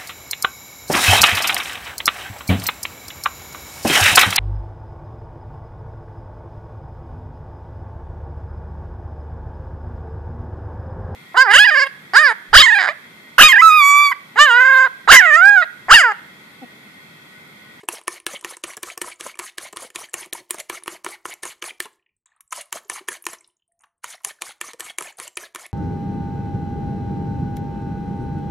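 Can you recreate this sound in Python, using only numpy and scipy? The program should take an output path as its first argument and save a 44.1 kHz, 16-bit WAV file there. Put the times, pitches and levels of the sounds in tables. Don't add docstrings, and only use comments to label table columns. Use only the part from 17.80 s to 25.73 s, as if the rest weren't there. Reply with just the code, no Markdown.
import sys
import numpy as np
from scipy import signal
from scipy.fft import rfft, irfft
from scipy.io import wavfile
from scipy.ndimage import uniform_filter1d, minimum_filter1d

SR = 44100
rng = np.random.default_rng(int(sys.argv[2]) if len(sys.argv) > 2 else 0)


def volts_from_db(level):
    exponent = np.asarray(level, float) / 20
    return 10 ** exponent


def int16_out(signal):
    q = np.round(np.clip(np.atleast_2d(signal).T, -1, 1) * 32767)
    wavfile.write(sys.argv[1], SR, q.astype(np.int16))


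N = 349713

# f/Hz, level/dB
RUMBLE_TILT = [(25, 2.5), (100, 7.5), (400, -9.5), (16000, -35.5)]
# start t/s, end t/s
PIPE_SPELLS = [
    (5.88, 6.06),
    (6.3, 6.44),
]
# t/s, boom over wall level/dB
GRIP = [(0, -12), (1.2, -4), (1.8, -12), (3, -5.5), (4, -13), (4.75, -56), (4.93, -19), (5.4, -8.5),
        (6.3, -44), (6.46, -17.5), (7.9, -9)]

# t/s, length/s, pressure level/dB
DRAGS_LONG_BOUT = [(-.105, 0.14, -50.5), (0.088, 0.12, -41), (0.276, 0.12, -42.5), (0.469, .12, -40),
                   (0.652, 0.11, -42), (0.84, 0.12, -41.5), (1.03, 0.12, -41), (1.216, 0.13, -41),
                   (1.401, 0.13, -40.5), (1.593, 0.12, -40), (1.781, 0.12, -40), (1.965, 0.12, -40.5),
                   (2.151, 0.12, -40), (2.338, 0.13, -40), (2.53, 0.083, -42.5), (2.702, 0.1, -46),
                   (2.785, 0.032, -40.5), (2.897, 0.1, -38.5), (3.073, 0.11, -42), (3.247, 0.12, -41.5),
                   (3.453, 0.094, -41), (3.631, 0.11, -39.5), (3.823, 0.094, -38), (4.001, 0.065, -42)]
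# t/s, length/s, pressure level/dB
DRAGS_SHORT_BOUTS = [(4.722, 0.11, -38), (4.925, 0.074, -38.5), (5.099, 0.11, -39), (5.282, 0.1, -40),
                     (5.467, 0.097, -44), (6.24, 0.13, -41.5), (6.445, 0.078, -40.5), (6.616, 0.12, -41.5),
                     (6.811, .12, -43), (6.999, 0.13, -42), (7.185, 0.14, -42.5), (7.386, 0.11, -41.5),
                     (7.572, 0.11, -43.5), (7.751, 0.13, -45.5)]
# share of the stroke/1, slosh level/dB, hiss level/dB, rasp level/dB
DRAG_SWELL = [
    (-.16, -53, -49.5, -50),
    (0, 6, 5.5, -3.5),
    (0.151, 2, -7, -6),
    (0.348, 1.5, 4.5, -7),
    (0.549, -1.5, 4, -4.5),
    (0.702, -6.5, -3, -0.5),
    (.88, -27.5, -6, -2.5),
    (0.95, -30, -17.5, -16),
    (1.121, -36.5, -30, -28),
]
# f/Hz, width/Hz, level/dB
SLOSH_MODES = [(127, 280, -17.5), (500, 59, -3), (1020, 120, -1), (1250, 410, -2.5)]
# f/Hz, width/Hz, level/dB
HISS_MODES = [(4700, 1200, -8), (6370, 780, 1.5), (8100, 1600, -3.5), (9680, 650, 3), (11050, 1800, -5.5),
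              (14000, 2000, -22.5)]
# f/Hz, width/Hz, level/dB
RASP_MODES = [(1873, 280, -1), (2222, 110, 5.5), (2973, 470, -3.5), (4370, 670, -6.5), (8850, 1600, -21.5)]
# start t/s, end t/s, bubble f/Hz, level/dB, ring/cycles
THREADS = [
    (4.458, 4.62, 1300, -65, 4),
    (4.456, 4.58, 1900, -68, 4),
    (6.0, 6.07, 1300, -64, 5),
]
# f/Hz, t60/s
KITCHEN_DECAY = [(300, 0.45), (2000, 0.3), (6000, 0.26), (14000, 0.22)]

# t/s, f/Hz, level/dB
GULPS = [(0.031, 407, -43), (0.131, 465, -39), (2.586, 366, -49.5), (0.511, 610, -48), (0.536, 554, -34.5),
         (3.266, 406, -40), (0.719, 518, -44), (0.97, 422, -43.5), (0.971, 700, -41), (1.447, 393, -46),
         (1.173, 443, -43), (1.174, 716, -44.5), (1.273, 557, -46.5), (1.463, 556, -35.5),
         (1.829, 700, -51.5), (2.043, 483, -40), (1.853, 500, -49), (1.927, 408, -42), (2.02, 530, -37.5),
         (2.605, 353, -49), (2.207, 473, -46), (2.23, 620, -40.5), (6.46, 414, -46), (2.417, 370, -47),
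         (2.459, 360, -48), (2.742, 384, -49), (2.779, 730, -45.5), (2.923, 346, -44.5),
         (3.121, 350, -46.5), (3.14, 334, -51.5), (3.48, 366, -48.5), (3.915, 384, -50), (4.053, 409, -45),
         (4.955, 646, -32.5), (5.207, 366, -45.5), (5.53, 656, -41.5), (6.882, 582, -47.5),
         (6.934, 476, -42.5), (7.209, 377, -41), (7.624, 423, -50)]
# t/s, f/Hz, level/dB
PLOPS = [(0.119, 1073, -46.5), (0.706, 1084, -36), (0.891, 1145, -39.5), (1.084, 1290, -36.5),
         (1.174, 1106, -36.5), (1.24, 1040, -41), (1.275, 974, -36), (1.281, 1270, -37), (7.225, 1052, -43),
         (1.463, 1012, -34.5), (1.494, 1250, -44), (1.636, 1006, -43), (1.637, 1250, -38),
         (1.825, 1115, -47), (1.859, 1010, -39.5), (1.928, 1026, -43), (1.997, 1130, -42),
         (2.021, 1035, -39), (2.036, 1300, -41), (2.186, 1080, -43), (2.549, 954, -37), (2.741, 1020, -31),
         (2.925, 1155, -37), (2.946, 1310, -43), (6.705, 1470, -46), (3.302, 1136, -42.5),
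         (3.654, 983, -34), (4.774, 958, -40.5), (4.969, 1250, -38), (5.159, 1170, -39.5),
         (6.488, 1213, -46), (6.635, 1120, -43), (6.84, 1146, -40), (6.885, 1033, -40.5),
         (7.021, 1020, -47), (7.061, 1245, -46), (7.207, 975, -43), (7.209, 1260, -36)]
# t/s, f/Hz, level/dB
CATCHES = [(0.17, 3200, -37), (0.358, 2190, -37), (0.531, 2030, -40), (0.552, 3330, -35.5),
           (0.561, 3090, -33.5), (0.566, 2270, -46), (0.902, 2170, -34), (0.97, 1684, -35),
           (1.1, 2300, -33), (1.174, 1790, -38), (1.316, 2320, -32), (1.495, 2230, -39), (1.663, 1860, -38),
           (2.783, 2170, -40), (2.238, 2290, -36), (2.427, 2880, -40), (2.428, 3240, -39.5),
           (2.43, 2240, -34), (2.795, 3360, -33), (2.801, 2230, -33), (2.803, 2740, -39),
           (2.974, 2120, -35.5), (3.329, 2080, -41.5), (3.353, 1830, -41), (3.515, 2200, -38),
           (3.652, 2167, -39), (7.089, 2200, -44), (3.838, 1873, -41), (3.839, 2230, -38),
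           (3.893, 3170, -32), (3.903, 2080, -40), (3.905, 2370, -33), (4.808, 2795, -35.5),
           (4.809, 2230, -44.5), (2.802, 4350, -33.5), (4.965, 2300, -46), (4.965, 3190, -36.5),
           (5.167, 2240, -38.5), (5.316, 1657, -33.5), (5.339, 2290, -40.5), (5.529, 1725, -39),
           (6.332, 2115, -40), (6.506, 1796, -37), (7.097, 3290, -30.5), (7.101, 2200, -36.5),
           (7.257, 1770, -36), (7.27, 2490, -35), (7.635, 1700, -36), (7.854, 2220, -38)]

# t/s, energy level/dB in wall, rim, tines
SLAPS = [(0.032, -31, -30.5, -34), (0.123, -37, -40, -9.5), (0.138, -22, -37, -14), (0.202, -51, -40, -52),
         (0.539, -21, -29, -29), (0.625, -22.5, -44, -29), (1.083, -30, -24, -34), (1.316, -50, -31, -39),
         (1.465, -24, -32, -12), (2.547, -19, -30, -16), (2.785, -38, -31, -28), (4.054, -13.5, -21, -21),
         (4.81, -49, -22, -9), (5.531, -15.5, -36.5, -10.5), (6.403, -31.5, -56, -48),
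         (6.035, -26.5, -32, -45), (4.457, -41, -43.5, -69), (2.799, -51, -19, -6),
         (7.061, -24, -16.5, -36), (7.1, -40, -25, -19)]
# t/s, energy level/dB, wall thud over it/dB, tine bite over it/dB
KNOCKS_LONG_BOUT = [(0.0863, 1, -0.5, 1.5), (0.2789, 1, 2, 0.5), (.465, 2, -8.5, -2),
                    (0.6458, -2.5, -4.5, -5), (0.8372, -3, -12.5, -4), (1.0328, -7, -8, -6),
                    (1.215, -1.5, -8, -0.5), (1.4079, -9, -26, 0.5), (1.59, -10, -3, 5.5),
                    (1.782, -3, -33, -5), (1.9694, -9, -2, 2.5), (2.1577, -3.5, -9, -0.5),
                    (2.3399, -2.5, -7.5, 4), (2.5272, -3.5, -23, -10.5), (2.7068, -4, -7, 9),
                    (2.8974, -2.5, -3, -5), (3.0778, -4, 1.5, -6), (3.2452, -12, -1, 5),
                    (3.4537, -8.5, 6, -33), (3.633, -5.5, -8, -1.5), (3.823, -5.5, -12.5, -18.5),
                    (4.002, 2, -14.5, -3)]
# t/s, energy level/dB, thud/dB, bite/dB
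KNOCKS_SHORT_BOUTS = [(4.7277, -17, 14.5, 10.5), (4.9262, -4.5, -3, 4), (5.0977, -3, -4.5, 2.5),
                      (5.2847, 1, -6, -4.5), (5.4656, 0.5, -3, -3), (6.2417, -13, 8.5, 4),
                      (6.447, -7.5, -5, 11.5), (6.6194, -3.5, -5, 0.5), (6.812, -2, -9, -1),
                      (7.0049, -7, -21, 2.5), (7.1842, -2, -6.5, 3), (7.3988, -13.5, 1, 5.5),
                      (7.572, -2.5, -21, -4), (7.7478, -13.5, -2.5, 2.5)]
# t/s, energy level/dB, thud/dB, bite/dB
BOUNCES = [(0.2735, -11.5, -22, -10), (0.6398, -21, -6, -9), (0.8406, -8, -4, -2), (1.03, -21.5, -12, 17.5),
           (1.2186, -15, -11, 11.5), (1.2435, -34, 20, 3), (1.5953, -5.5, -3, -11), (1.961, -32.5, 18, 13),
           (2.149, -32, 16.5, 8), (2.157, -45, 2, 15), (2.334, -31.5, -11, 21), (2.5319, -27.5, -9, 27.5),
           (3.059, -19.5, 0.5, -2), (3.263, -7.5, 6.5, -13), (3.2869, -19, -3.5, 4), (3.4606, -25, 0, 14),
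           (3.6524, -15.5, 5.5, 8.5), (3.826, -14, 4, -3.5), (3.84, -7.5, -7, -5), (4.724, -13.5, 10, 7),
           (5.117, -16.5, -3, -4), (5.2892, -16.5, -7, 11.5), (5.453, -27, -32, 15), (5.486, -19, -6, 2.5),
           (6.435, -36, -18, 7), (6.9962, -22, 2, 11), (7.2076, -27.5, 17, 18), (7.2228, -14, -7, 4),
           (7.384, -38, -5, 11), (7.5699, -12, 2.5, 6), (7.7578, -10.5, 2, -2)]
# t/s, energy level/dB, thud/dB, bite/dB
RETURNS = [(.213, -30, 6, 4), (0.4, -24, -17, 4), (0.6104, -30.5, -6, 11), (0.706, -41, 15, 10),
           (0.768, -24.5, 4.5, 11), (0.968, -27.5, 6, 18.5), (0.975, -21.5, -13, 4.5),
           (1.1762, -14.5, -13, 8.5), (1.554, -27.5, 2, 1), (1.572, -29, 0, -2), (1.9265, -25, -7, 8),
           (1.9303, -23, 5, 1.5), (2.102, -22, -11, -1.5), (2.459, -27.5, 1, 6), (2.743, -28, 17, 16),
           (3.023, -31.5, 5, -19), (3.035, -25, -29.5, 12.5), (3.5378, -19.5, -16, 5.5),
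           (3.8975, -29.5, -35, -7), (4.6064, -32.5, -4, 12), (5.44, -27.5, -4, 3), (6.933, -19.5, -4, 2.5),
           (7.477, -20, -40, 9.5), (7.863, -25.5, -30, 7.5)]
# f/Hz, width/Hz, level/dB
BOOM_MODES = [(91, 59, -13.5), (351, 35.4, 14), (500, 180, -2.5)]
# f/Hz, width/Hz, level/dB
WALL_MODES = [(660, 590, -21), (1009, 167, 7.5), (1270, 486, 0.5)]
# f/Hz, width/Hz, level/dB
RIM_MODES = [(1770, 88, 0), (2328, 140, -1.5), (2726, 490, -3.5), (3240, 1120, -7), (4430, 2200, -17.5)]
# f/Hz, width/Hz, level/dB
TINE_MODES = [(5730, 710, -9), (7130, 370, -1), (7694, 440, -3.5), (9014, 650, 0), (10700, 860, -0.5),
              (11370, 1500, -6), (13900, 1300, -25.5)]

# t/s, f/Hz, energy level/dB
SPLASHES = [(.236, 9000, -26), (1.541, 2350, -15), (2.285, 1680, -22), (2.693, 11900, -25.5),
            (4.8566, 10100, -26), (5.048, 7000, -29), (5.0827, 11900, -28.5), (5.2727, 5750, -31),
            (5.424, 10800, -14), (6.3776, 2080, -26), (6.587, 1600, -28), (7.322, 1790, -25),
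            (7.3243, 6900, -26), (7.371, 9000, -21), (7.5554, 7100, -20),
            (0.053, 8000, -33), (0.592, 630, -38.5), (0.592, 2700, -30), (0.592, 8000, -21),
         (2.287, 9000, -27), (2.295, 7870, -22), (3.9, 1500, -36), (4.225, 2701, -45), (4.262, 1950, -41),
         (4.863, 1110, -31.5), (5.033, 11500, -33), (5.052, 418, -27), (5.212, 1600, -34),
         (5.796, 2940, -52), (6.008, 6500, -37), (6.228, 1600, -37), (6.418, 11000, -38)]
# t/s, f/Hz, energy level/dB
DRIPS = [(4.1294, 7800, -37.5), (4.195, 2240, -44), (4.262, 2510, -36.5), (4.291, 2430, -43),
         (4.3658, 8300, -48), (4.459, 7350, -26.5), (4.468, 3630, -38), (4.518, 1800, -34),
         (4.5627, 1300, -36.5), (4.5626, 8800, -41), (4.677, 8000, -33), (4.708, 6400, -20),
         (5.585, 6000, -25), (5.609, 2190, -29), (5.608, 8100, -23.5), (5.6435, 5250, -30.5),
         (5.644, 3900, -30), (5.6758, 9400, -27.5), (5.699, 2960, -43), (5.7669, 6900, -43.5),
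         (5.8217, 2970, -43.5), (5.8791, 8960, -45.5), (5.921, 8970, -40), (5.992, 6700, -40),
         (6.007, 9000, -34), (6.0193, 9200, -31.5), (6.18, 8660, -52), (4.707, 9700, -25.5),
         (1.34, 8800, -24), (5.992, 10000, -42), (1.358, 7000, -28), (6.056, 10000, -42.5),
         (5.916, 1910, -51.5), (5.707, 8000, -50), (1.3, 8500, -21.5), (4.597, 1070, -36),
         (5.682, 1010, -40), (6.038, 4340, -50), (6.037, 6200, -41), (5.644, 2900, -36)]


def unit(x):
    return x / np.sqrt(np.mean(x ** 2) + 1e-20)


def along(points, hz):
    f, v = np.transpose(points)
    return np.interp(np.log(hz + 1), np.log(f + 1), v)


def place(times, sounds):
    where = np.round(times * SR).astype(int)[:, None] + np.arange(sounds.shape[1])
    return np.bincount(np.clip(where, 0, N).ravel(), sounds.ravel(), N + 1)[:N]


def resonate(x, modes, scatter_db=0):
    f = np.fft.rfftfreq(x.shape[-1], 1 / SR)
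    luck = np.asarray(scatter_db) * rng.standard_normal((len(x), len(modes)))
    bend = volts_from_db(0.06 * luck[:, ::-1])
    body = 0
    for k, (center, width, db) in enumerate(modes):
        strength = (-1) ** k * volts_from_db(db + luck[:, k, None])
        tuned = center * center * bend[:, k, None] ** 2
        body = body + strength * 1j * f * width / (tuned - f * f + 1j * f * width)
    return irfft(rfft(x) * body, x.shape[-1])


def patchy(depth_db, count, size):
    z = signal.stft(rng.standard_normal(N + 512), nperseg=256)[2]
    field = uniform_filter1d(rng.standard_normal(z.shape), count, 0)
    field = uniform_filter1d(field, size, 1)
    return signal.istft(z * volts_from_db(depth_db * unit(field)), nperseg=256)[1][:N]


def bubbles(start_s, hz, db, cycles, count=700, rise=0.1):
    t = np.arange(count) / SR
    age = t * hz[:, None] / cycles
    swell = age * np.exp(1 - 3 * age)
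    tone = np.sin(2 * np.pi * hz[:, None] * t * (1 + rise * age))
    return place(start_s, volts_from_db(db)[:, None] * swell * tone)


def boom_db(s):
    return np.interp(s, *np.transpose(GRIP))


def background():
    t = np.arange(N) / SR
    tilt = volts_from_db(along(RUMBLE_TILT, np.fft.rfftfreq(N, 1 / SR)))
    rumble = irfft(rfft(patchy(4.9, count=2, size=12)) * tilt, N)
    swell = np.zeros(N)
    for start, end in PIPE_SPELLS:
        swell += np.clip((t - start) / 0.018, 0, 1) * volts_from_db(-130 * np.maximum(t - end, 0))
    breath = unit(resonate(rng.standard_normal((1, N)), [(684, 36, 0)])[0])
    pipe = np.sin(2 * np.pi * 685 * t) + 0.28 * breath
    return volts_from_db(-89.0) * unit(rumble) + volts_from_db(-77.5) * swell * pipe


def strokes():
    return [(s, length, db - 5 + 0.33 * boom_db(s), db - 3, db)
            for s, length, db in DRAGS_LONG_BOUT + DRAGS_SHORT_BOUTS]


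def drags():
    t = np.arange(N) / SR
    share, *swell = np.transpose(DRAG_SWELL)
    when, pitch, size = rng.random((5000, 3)).T
    glugs = unit(bubbles(when * N / SR, 560 * volts_from_db(20 * pitch), 14 * size ** 3, cycles=5.9, count=400, rise=0.053))
    snaps = 2.2 * (rng.random(N) < 900 / SR) * rng.laplace(size=N)
    # modes, patch depth in dB, share of folded air
    parts = [(SLOSH_MODES, 3, 0.3), (HISS_MODES, 4.5, 0.15), (RASP_MODES, 4, 0.42)]
    out = np.zeros(N)
    for k, (modes, depth_db, air) in enumerate(parts):
        gain = np.zeros(N)
        for s, length, *db in strokes():
            near = slice(max(round((s - 0.26 * length) * SR), 0), round((s + 1.3 * length) * SR))
            progress = (t[near] - s) / length
            gain[near] += volts_from_db(db[k] + np.interp(progress, share, swell[k], left=-90, right=-90))
        grit = volts_from_db(1.0 * unit(uniform_filter1d(rng.standard_normal(N), size=60)))
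        friction = grit * unit(patchy(depth_db, count=5, size=6)) + snaps
        rub = unit(resonate(friction[None], modes)[0])
        out += gain * unit(rub + air * glugs)
    return out


def trickle():
    falling = [(s + 0.22 * length, s + 2.5 * length, 7500, hiss_db - 8.5, 1.8)
               for s, length, _, hiss_db, _ in strokes()]
    out = np.zeros(N)
    for start, end, hz, db, cycles in THREADS + falling:
        when, pitch, size = rng.random((90, 3)).T
        moments = start + (end - start) * when
        out += bubbles(moments, hz * np.exp(1.3 * (pitch - 0.5)), db + 10 * size ** 5, cycles)
    return out


def kitchen(x):
    out, step = np.zeros(N + SR), 8192
    for a in range(0, N, step):
        hz, t, z = signal.stft(rng.standard_normal(SR // 2), SR, nperseg=256)
        decay = volts_from_db(-60 * t / along(KITCHEN_DECAY, hz)[:, None])
        tail = signal.istft(z * decay, SR, nperseg=256)[1]
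        wet = signal.fftconvolve(x[a:a + step], tail / np.linalg.norm(tail))
        out[a + 200:][:len(wet)] += wet
    return out[:N]


def pockets():
    kinds = [(GULPS, 6, 12, 0.05), (PLOPS, 10, 11.5, 0.03), (CATCHES, 17, 9.5, 0)]  # cycles, gain dB, pitch rise
    out = np.zeros(N)
    for table, cycles, gain_db, rise in kinds:
        s, hz, db = np.transpose(table)
        out += bubbles(s, hz * (1 - rise), db + gain_db, cycles, count=2000, rise=rise)
    out = out * (1 + 0.75 * unit(uniform_filter1d(rng.standard_normal(N), size=45)))
    return signal.sosfilt(signal.butter(2, 200, "high", fs=SR, output="sos"), out)


def contacts():
    s, rim, thud, bite = np.transpose(KNOCKS_LONG_BOUT + KNOCKS_SHORT_BOUTS + BOUNCES + RETURNS)
    plastic = rim + 10 * np.log10(1 + volts_from_db(2 * thud))
    return list(zip(s, plastic + boom_db(s), rim + thud, rim, rim + bite))


def taps():
    slaps = [(s, wall + 3 + boom_db(s), wall, rim, tines) for s, wall, rim, tines in SLAPS]
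    steel = contacts()
    rows = np.array(steel + slaps)
    t = np.arange(4096) / SR
    soft = np.where(np.arange(len(rows))[:, None] < len(steel), 1, 2.2)
    # modes, chatter s, rise s, scatter dB
    parts = [(BOOM_MODES, 0.004, 0.0015, 2), (WALL_MODES, 0.012, 0.0015, 2.5),
             (RIM_MODES, 0.011, 0.0008, 2.8), (TINE_MODES, 0.012, 0.0005, 2.8)]
    out = np.zeros(N)
    for level, (modes, chatter_s, rise_s, scatter_db) in zip(rows[:, 1:].T, parts):
        spikes = rng.standard_normal((len(rows), len(t)))
        fall_db = -60 * t / soft / chatter_s
        fall = volts_from_db(fall_db) + volts_from_db(-14 + fall_db / 3)
        push = (1 - np.exp(-t / soft / rise_s)) * fall * spikes * np.abs(spikes) ** 0.8
        push[:, round(0.001 * SR)] += 8 / soft[:, 0] ** 2
        ring = resonate(push, modes, scatter_db)
        out += place(rows[:, 0], ring * (volts_from_db(level) / np.linalg.norm(ring, axis=1))[:, None])
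    return out


def drips():
    s, hz, db = np.transpose(DRIPS + SPLASHES)
    t, f = np.arange(1024) / SR, np.fft.rfftfreq(1024, 1 / SR)
    push = t / 0.001 * volts_from_db(-60 * t / 0.011) * rng.standard_normal((len(s), len(t)))
    width = 0.22 * hz[:, None]
    cavity = 1j * f * width / (hz[:, None] ** 2 - f * f + 1j * f * width)
    pop = irfft(rfft(push) * cavity ** 3)
    return place(s - 0.001, pop * (volts_from_db(db - 3.0) / np.linalg.norm(pop, axis=1))[:, None])


def scene():
    bowl = drags() + taps() + pockets()
    drops = trickle() + drips()
    room = kitchen(volts_from_db(-16.5) * bowl + volts_from_db(-11.0) * drops)
    return np.tile(bowl + drops + room + background(), (2, 1))


def duck(x, ahead_s, rise_db):
    level = 10 * np.log10(np.abs(uniform_filter1d(x ** 2, size=88)) + 1e-12)
    lead = round(ahead_s * SR)
    coming = -minimum_filter1d(-level, size=150)
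    shut = np.pad(coming[lead:], (0, lead)) - coming > rise_db
    return x * (1 - uniform_filter1d(shut * 1.0, size=60))


def thin(x, mask_db, from_hz, gate_db):
    hz, t, z = signal.stft(x, SR, nperseg=1024)
    hz, z = hz[:512, None], z[:512]
    band = np.repeat(np.abs(z ** 2).reshape(64, 8, -1).mean(axis=1), 8, axis=0)
    chance = np.kron(rng.standard_normal((256, len(t))), np.ones((2, 4)))[:, :len(t)]
    loudest = minimum_filter1d(band[100:].max(axis=0), size=5)
    keep = (band * volts_from_db(10 * chance) > volts_from_db(2 * mask_db) * loudest) | (hz < from_hz)
    fade = np.where(hz > 400, band / (band + volts_from_db(2 * gate_db)), 1)
    z = np.pad(z * keep * fade * (hz < 15900), ((0, 1), (0, 0)))
    return signal.istft(z, SR, nperseg=1024)[1][:N]


def roll_off(x):
    return signal.sosfilt(signal.butter(12, 16800, fs=SR, output="sos"), x)


def record(dry):
    bass = signal.sosfiltfilt(signal.butter(4, 3000, fs=SR, output="sos"), dry[0])
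    treble = dry[0] - bass
    mono = duck(bass, ahead_s=0.0041, rise_db=23) + duck(treble, ahead_s=0.013, rise_db=35)
    mono = thin(mono, mask_db=-20.5, from_hz=11000, gate_db=-121)
    return roll_off(np.tile(mono, (2, 1)))


dry = scene()
out = record(dry)
int16_out(out)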